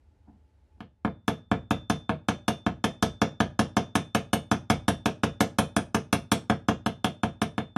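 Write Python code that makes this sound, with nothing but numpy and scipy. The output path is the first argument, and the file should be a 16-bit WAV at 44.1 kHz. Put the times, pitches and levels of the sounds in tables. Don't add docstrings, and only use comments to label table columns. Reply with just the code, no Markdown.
import sys
import numpy as np
from scipy import signal
from scipy.fft import rfft, irfft
from scipy.io import wavfile
from scipy.ndimage import uniform_filter1d

SR = 44100
rng = np.random.default_rng(int(sys.argv[2]) if len(sys.argv) > 2 else 0)


def unload_wav(signal):
    wavfile.write(
        sys.argv[1],
        SR,
        np.round(np.clip(np.atleast_2d(signal).T, -1, 1) * 32767).astype(np.int16),
    )


def attenuation_scalar(level_db):
    decades = np.asarray(level_db, float) / 20
    return 10 ** decades


N = 343045


def unit(x):
    return x / np.sqrt(np.mean(x ** 2))


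def noise():
    return rng.standard_normal(N)


def band(x, lo_hz, hi_hz):
    sos = signal.butter(2, [lo_hz, min(hi_hz, 0.45 * SR)], "band", fs=SR, output="sos")
    return signal.sosfilt(sos, x)


def train(times, sizes):
    out = np.zeros(N)
    index = np.clip((np.asarray(times) * SR).astype(int), 0, N - 1)
    np.add.at(out, index, sizes)
    return out


def place(times, sounds):
    out = np.zeros(N + SR)
    for at, sound in zip((times * SR).astype(int), sounds):
        out[at:at + len(sound)] += sound
    return out[:N]


def mode(force, hz, t60):
    radius = 1000 ** (-1 / (max(t60, 0.003) * SR))
    angle = 2 * np.pi * hz / SR
    return signal.lfilter([0, radius * np.sin(angle)], [1, -2 * radius * np.cos(angle), radius ** 2], force)


def fading(times, sizes, t60):
    return signal.lfilter([1], [1, -1000 ** (-1 / (t60 * SR))], train(times, sizes))


# (frequency [Hz], density [dB per Hz])
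AIR_SPECTRUM = [(18, -48.5), (30, -10), (72, 4.5), (161, -21.5), (272, -17), (397, -22.5), (761, -29.5),
                (885, -27.5), (1080, -36.5), (1460, -35.5), (12000, -55), (15600, -86), (22000, -120)]
# (frequency [Hz], bandwidth [Hz], level [dB])
HUM = [(75, 8.7, -66), (855, 21, -82.5)]
AIR_DB = -58.5


def background(s):
    hz, db = np.transpose(AIR_SPECTRUM)
    f = np.maximum(np.fft.rfftfreq(N, 1 / SR), 1)
    colour = attenuation_scalar(np.interp(np.log(f), np.log(hz), db))
    air = attenuation_scalar(AIR_DB - 1.5) * unit(irfft(rfft(noise()) * colour, N))
    hum = sum(attenuation_scalar(db) * unit(band(noise(), c - width / 2, c + width / 2)) for c, width, db in HUM)
    duck = np.minimum(fading(s, np.ones(len(s)), 10.0), 1)
    return (air + hum) * attenuation_scalar(-7 * duck)


# (time [s], level [dB], length [s])
NUDGES = [
    (0.281, -56.5, 0.014),
    (0.295, -57, 0.01),
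    (0.34, -64, 0.027),
    (0.779, -64, 0.008),
]


def nudges():
    t = np.arange(SR) / SR
    push = sum(attenuation_scalar(db) * np.exp(-((t - s) / width) ** 2) for s, db, width in NUDGES)
    push = push * rng.standard_normal(SR)
    rub = 0.17 * mode(push, 250, 0.023) + 0.084 * mode(push, 760, 0.017) + 0.0071 * mode(push, 1300, 0.019)
    return np.pad(band(rub, 120, 1500), (0, N - SR))


# (time [s], contact sharpness [dB], lean toward the thin
# wall [dB], hammer ring [dB])
TAPS = [(0.8041, -37.5, 4.5, -80), (1.0475, -39, 15.5, -60), (1.279, -4.5, 3.5, -51),
        (1.514, -17.5, 1.5, -53), (1.7076, -5, 2, -43.5), (1.8984, 0.5, -2.5, -43),
        (2.0926, -20.5, 5, -60), (2.2849, -0.5, -1.1, -49), (2.4801, 1, 1.8, -43.5),
        (2.6634, -12, -3.5, -61.5), (2.841, -0.3, 2.5, -46.5), (3.025, 3.5, 0, -44),
        (3.2161, 1, -3.5, -46.5), (3.4022, -3.5, -0.6, -58), (3.5916, 2.5, -4, -52.5),
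        (3.7668, 1.2, -3, -47), (3.9529, 3, 1.3, -44.5), (4.148, 1, 0.5, -53),
        (4.3311, 1.5, 5.5, -48.5),
        (4.5136, 0.8, -1.5, -56), (4.6996, 4, 0.8, -49), (4.8807, 2.5, 3.5, -46),
             (5.0572, -0.5, 1, -61), (5.2336, 1.5, -2, -48.5), (5.4054, 4, 4.5, -63),
             (5.5852, 3, 6.5, -49.5), (5.764, 0, 6.5, -75), (5.9451, 0.6, 3, -62), (6.1274, 2.5, 6, -53),
             (6.317, 2.5, 7, -55), (6.4974, -8, 4, -57.5), (6.6845, -0.7, -5, -55),
             (6.8613, -6.5, 4, -52.5), (7.0437, -3, 4, -49.5), (7.233, -10.5, 0, -53),
             (7.4163, -0.5, 0.5, -52.5), (7.5789, -16.5, 2.5, -50), (7.7619, -23.5, 4, -54)]
# (time [s], level [dB])
EFFORT = [(0.8, -42), (1.05, -26), (1.45, -22), (1.7, -24), (2.7, -24), (3.25, -22), (3.8, -22), (4.3, -24),
          (4.6, -20.5), (5.06, -24), (5.5, -21.5), (5.85, -24), (6.65, -21), (6.87, -26), (7.35, -24.5),
          (7.62, -28)]
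CLACK_DB, SPARKLE_DB, SLAP_DB = -30, -36, -16.5
SLAP_PER_SHARP, SLAP_PER_LEAN = 0.55, 0.25


def blows():
    s, sharp_db, lean_db, ring_db = np.transpose(TAPS)
    thump_db = np.interp(s, *np.transpose(EFFORT))
    slap_db = SLAP_DB + SLAP_PER_SHARP * sharp_db + SLAP_PER_LEAN * lean_db
    clack_db = CLACK_DB + sharp_db
    sparkle_db = SPARKLE_DB + sharp_db + lean_db
    return s, slap_db, thump_db, clack_db, sparkle_db, ring_db


# (frequency [Hz], signed swing [amplitude], t60 [s])
WOOD = [(68, 0.031, 0.041), (103, -0.016, 0.16), (123, -0.065, 0.078), (147, 0.02, 0.16),
        (181, -0.133, 0.119), (223, 0.049, 0.138), (242, 0.025, 0.16), (296, 0.058, 0.095),
        (333, 0.072, 0.089), (446, 0.06, 0.106), (475, -0.147, 0.015), (540, 0.07, 0.059),
        (677, -0.085, 0.16), (706, 0.193, 0.03), (823, 0.023, 0.098), (895, 0.056, 0.056),
        (1038, 0.064, 0.092), (1189, 0.095, 0.051), (1222, -0.076, 0.015), (1468, -0.061, 0.02),
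        (1586, -0.012, 0.113), (1723, 0.088, 0.068), (1691, -0.098, 0.022), (2145, 0.028, 0.015),
        (2407, -0.025, 0.015), (2578, -0.013, 0.097), (3098, 0.014, 0.136), (3458, -0.026, 0.015)]
REBOUND_S, REBOUND_SHARE = 0.00582, -0.53


def wood(s, slap_db, thump_db):
    hz, swing, t60 = np.transpose(WOOD)[:, :, None]
    t = np.arange(SR // 8) / SR

    def ring(age):
        return swing * np.sin(2 * np.pi * hz * age) * 1000 ** (-age / t60)

    shapes = ring(t) + REBOUND_SHARE * ring(np.maximum(t - REBOUND_S, 0))
    knock_db = 1.01 * (thump_db + 24) + 0.15 * (slap_db + 21.5)
    scatter_db = 1.2 * rng.standard_normal((len(s), len(WOOD)))
    mode_db = np.where(hz.T < 400, thump_db[:, None] + 24.0, knock_db[:, None])
    knocks = attenuation_scalar(mode_db + scatter_db) @ shapes
    contact = np.hanning(9)
    knocks = signal.lfilter(contact / contact.sum(), [1], knocks)
    choked = knocks * np.exp(-(t / 0.042) ** 2)
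    thud = knocks * np.exp(-t / 0.006)
    lag, size = rng.random((len(s), 2)).T
    bounce = place(s + 0.018 + 0.01 * lag, attenuation_scalar(-12.0) * size[:, None] * choked)
    slap = fading(s, attenuation_scalar(slap_db - 7.5), 0.026) * unit(band(noise(), 2440, 3780))
    shudder = fading(s + 0.0037, attenuation_scalar(knock_db - 29.5), 0.09) * unit(band(noise(), 286, 1224))
    return place(s, choked) + bounce + slap + shudder, place(s, thud) + slap + shudder


# (frequency [Hz], level [dB], t60 [s])
STEEL_LOW = [(2293, -3, .07), (2508, -3, .07), (2640, -4, .07), (2783, -4, .07), (3030, -4, .07),
             (3100, -1, .08), (3235, -2, .08), (3418, -2, .08), (3671, -6, .07), (3865, -8, .07),
             (4414, -9, .07), (4581, -9, .07), (4904, -9, .07), (5135, -8, .07), (5334, -8, .07),
             (5577, -6, .07), (5964, -6, .07), (6126, -9, .07), (6303, -12, .07)]
# (frequency [Hz], level [dB], t60 [s])
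STEEL_HIGH = [(7650, -10, .07), (8263, -6, .07), (8780, 0, .07), (9232, -6, .06), (9377, -2, .08),
              (9566, -4, .09), (10034, -3, .08), (10368, -11, .12), (11057, -10, .12), (11590, -8, .07),
              (12419, -8, .09), (14911, -21, .06)]
MODES_DB = -9.5
HELD = 0.81


def steel(s, level_db, modes, crack_hz, crack_s, chatter_s):
    chatter = fading(s, attenuation_scalar(level_db), chatter_s) * noise() / np.sqrt(chatter_s * SR / 14)
    rings = sum(attenuation_scalar(db) * mode(chatter, hz, HELD * t60) for hz, db, t60 in modes)
    crack = fading(s, attenuation_scalar(level_db), crack_s) * unit(band(noise(), *crack_hz))
    return attenuation_scalar(MODES_DB) * rings + crack


RING_HZ, RING_T60_S = 3549, 0.47


def hammer(s, ring_db):
    t = np.arange(N) / SR
    last = np.searchsorted(s, t) - 1
    age = t - s[last]
    level = attenuation_scalar(ring_db[last] - 60 * np.abs(age) / RING_T60_S)
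    return (last >= 0) * np.sqrt(2) * level * np.sin(2 * np.pi * RING_HZ * age)


# (frequency [Hz], level [dB], time to the top [s])
SWAY = [(151.4, -37.5, 0.045), (660, -38, 0.031)]


def sway(s, thump_db):
    t = np.arange(SR // 4) / SR
    out = 0
    for hz, db, top in SWAY:
        detune, scatter = rng.standard_normal((len(s), 2)).T[:, :, None]
        swell = (t / top) ** 3 * np.exp(3 * (1 - t / top))
        level = attenuation_scalar(db + thump_db[:, None] + 18.5 + 4.1 * scatter)
        out = out + level * swell * np.sin(2 * np.pi * hz * (1 + 0.014 * detune) * t)
    return place(s, out)


# (frequency [Hz], level [dB], t60 [s])
ROOM = [(64.5, 7, 0.5), (111, 0, 0.29), (174.5, -3, 0.23), (326, -5.5, 0.11), (460, -1, 0.23),
        (651, -9, 0.065), (1360, -17.5, 0.29), (2360, -4, 0.18), (3680, -10.5, 0.22), (5900, -13.5, 0.22),
        (7800, -15, 0.18), (12200, -31.5, 0.18)]
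BUILD_LOW_S, BUILD_HIGH_S = 0.022, 0.0056


def workshop(x):
    t = np.arange(SR // 2) / SR
    echo = 0
    for hz, db, t60 in ROOM:
        lo_hz, hi_hz = hz / np.sqrt(2), hz * np.sqrt(2)
        build = 1 - np.exp(-(t / (BUILD_LOW_S if hz < 2000 else BUILD_HIGH_S)) ** 2)
        tail = band(rng.standard_normal(len(t)), lo_hz, hi_hz) * 1000 ** (-t / t60) * build
        echo = echo + attenuation_scalar(db) * tail / np.sqrt(np.sum(tail ** 2) * SR / 2 / lo_hz)
    return signal.fftconvolve(x, echo)[:N]


def scene():
    s, slap_db, thump_db, clack_db, sparkle_db, ring_db = blows()
    s = s + 0.001072
    air = background(s)
    rub = nudges()
    knock, thud = wood(s, slap_db, thump_db)
    clack = steel(s, clack_db + 1.0, STEEL_LOW, (5000, 6600), crack_s=0.047, chatter_s=0.0054)
    sparkle = steel(s, sparkle_db + 7, STEEL_HIGH, (7000, 11500), crack_s=0.0067, chatter_s=0.013)
    rest = clack + sparkle + rub
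    mono = knock + sway(s, thump_db) + rest + workshop(thud + rest) + hammer(s, ring_db) + air
    return np.array([mono, mono])


def roll_off(x):
    return signal.sosfilt(signal.butter(12, 16490, fs=SR, output="sos"), x)


CLIP = 0.31
TOP_HZ, FINAL_TOP_HZ = 15700, 16350


def record(dry):
    x = dry / (1 + np.abs(dry / CLIP) ** 6) ** (1 / 6)
    x = signal.sosfilt(signal.ellip(6, 0.2, 50, TOP_HZ, fs=SR, output="sos"), x)
    x = signal.sosfilt(signal.butter(4, 48.0, "high", fs=SR, output="sos"), x)
    treble = signal.sosfiltfilt(signal.butter(4, 4500, "high", fs=SR, output="sos"), x)
    envelope = np.sqrt(uniform_filter1d(treble ** 2, size=260) + 1e-14)
    rising = envelope > 4 * np.roll(envelope, 330, axis=1)
    attack = uniform_filter1d(1.0 * rising, size=64)
    hiss = band(band(rng.standard_normal(x.shape), 4300, 15000), 4500, 10000)
    grit = envelope * unit(hiss)
    smear = 0.4 * attack * (grit - treble)
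    x = signal.sosfilt(signal.ellip(10, 0.2, 70, FINAL_TOP_HZ, fs=SR, output="sos"), x + smear)
    return roll_off(x)


dry = scene()
out = record(dry)
unload_wav(out)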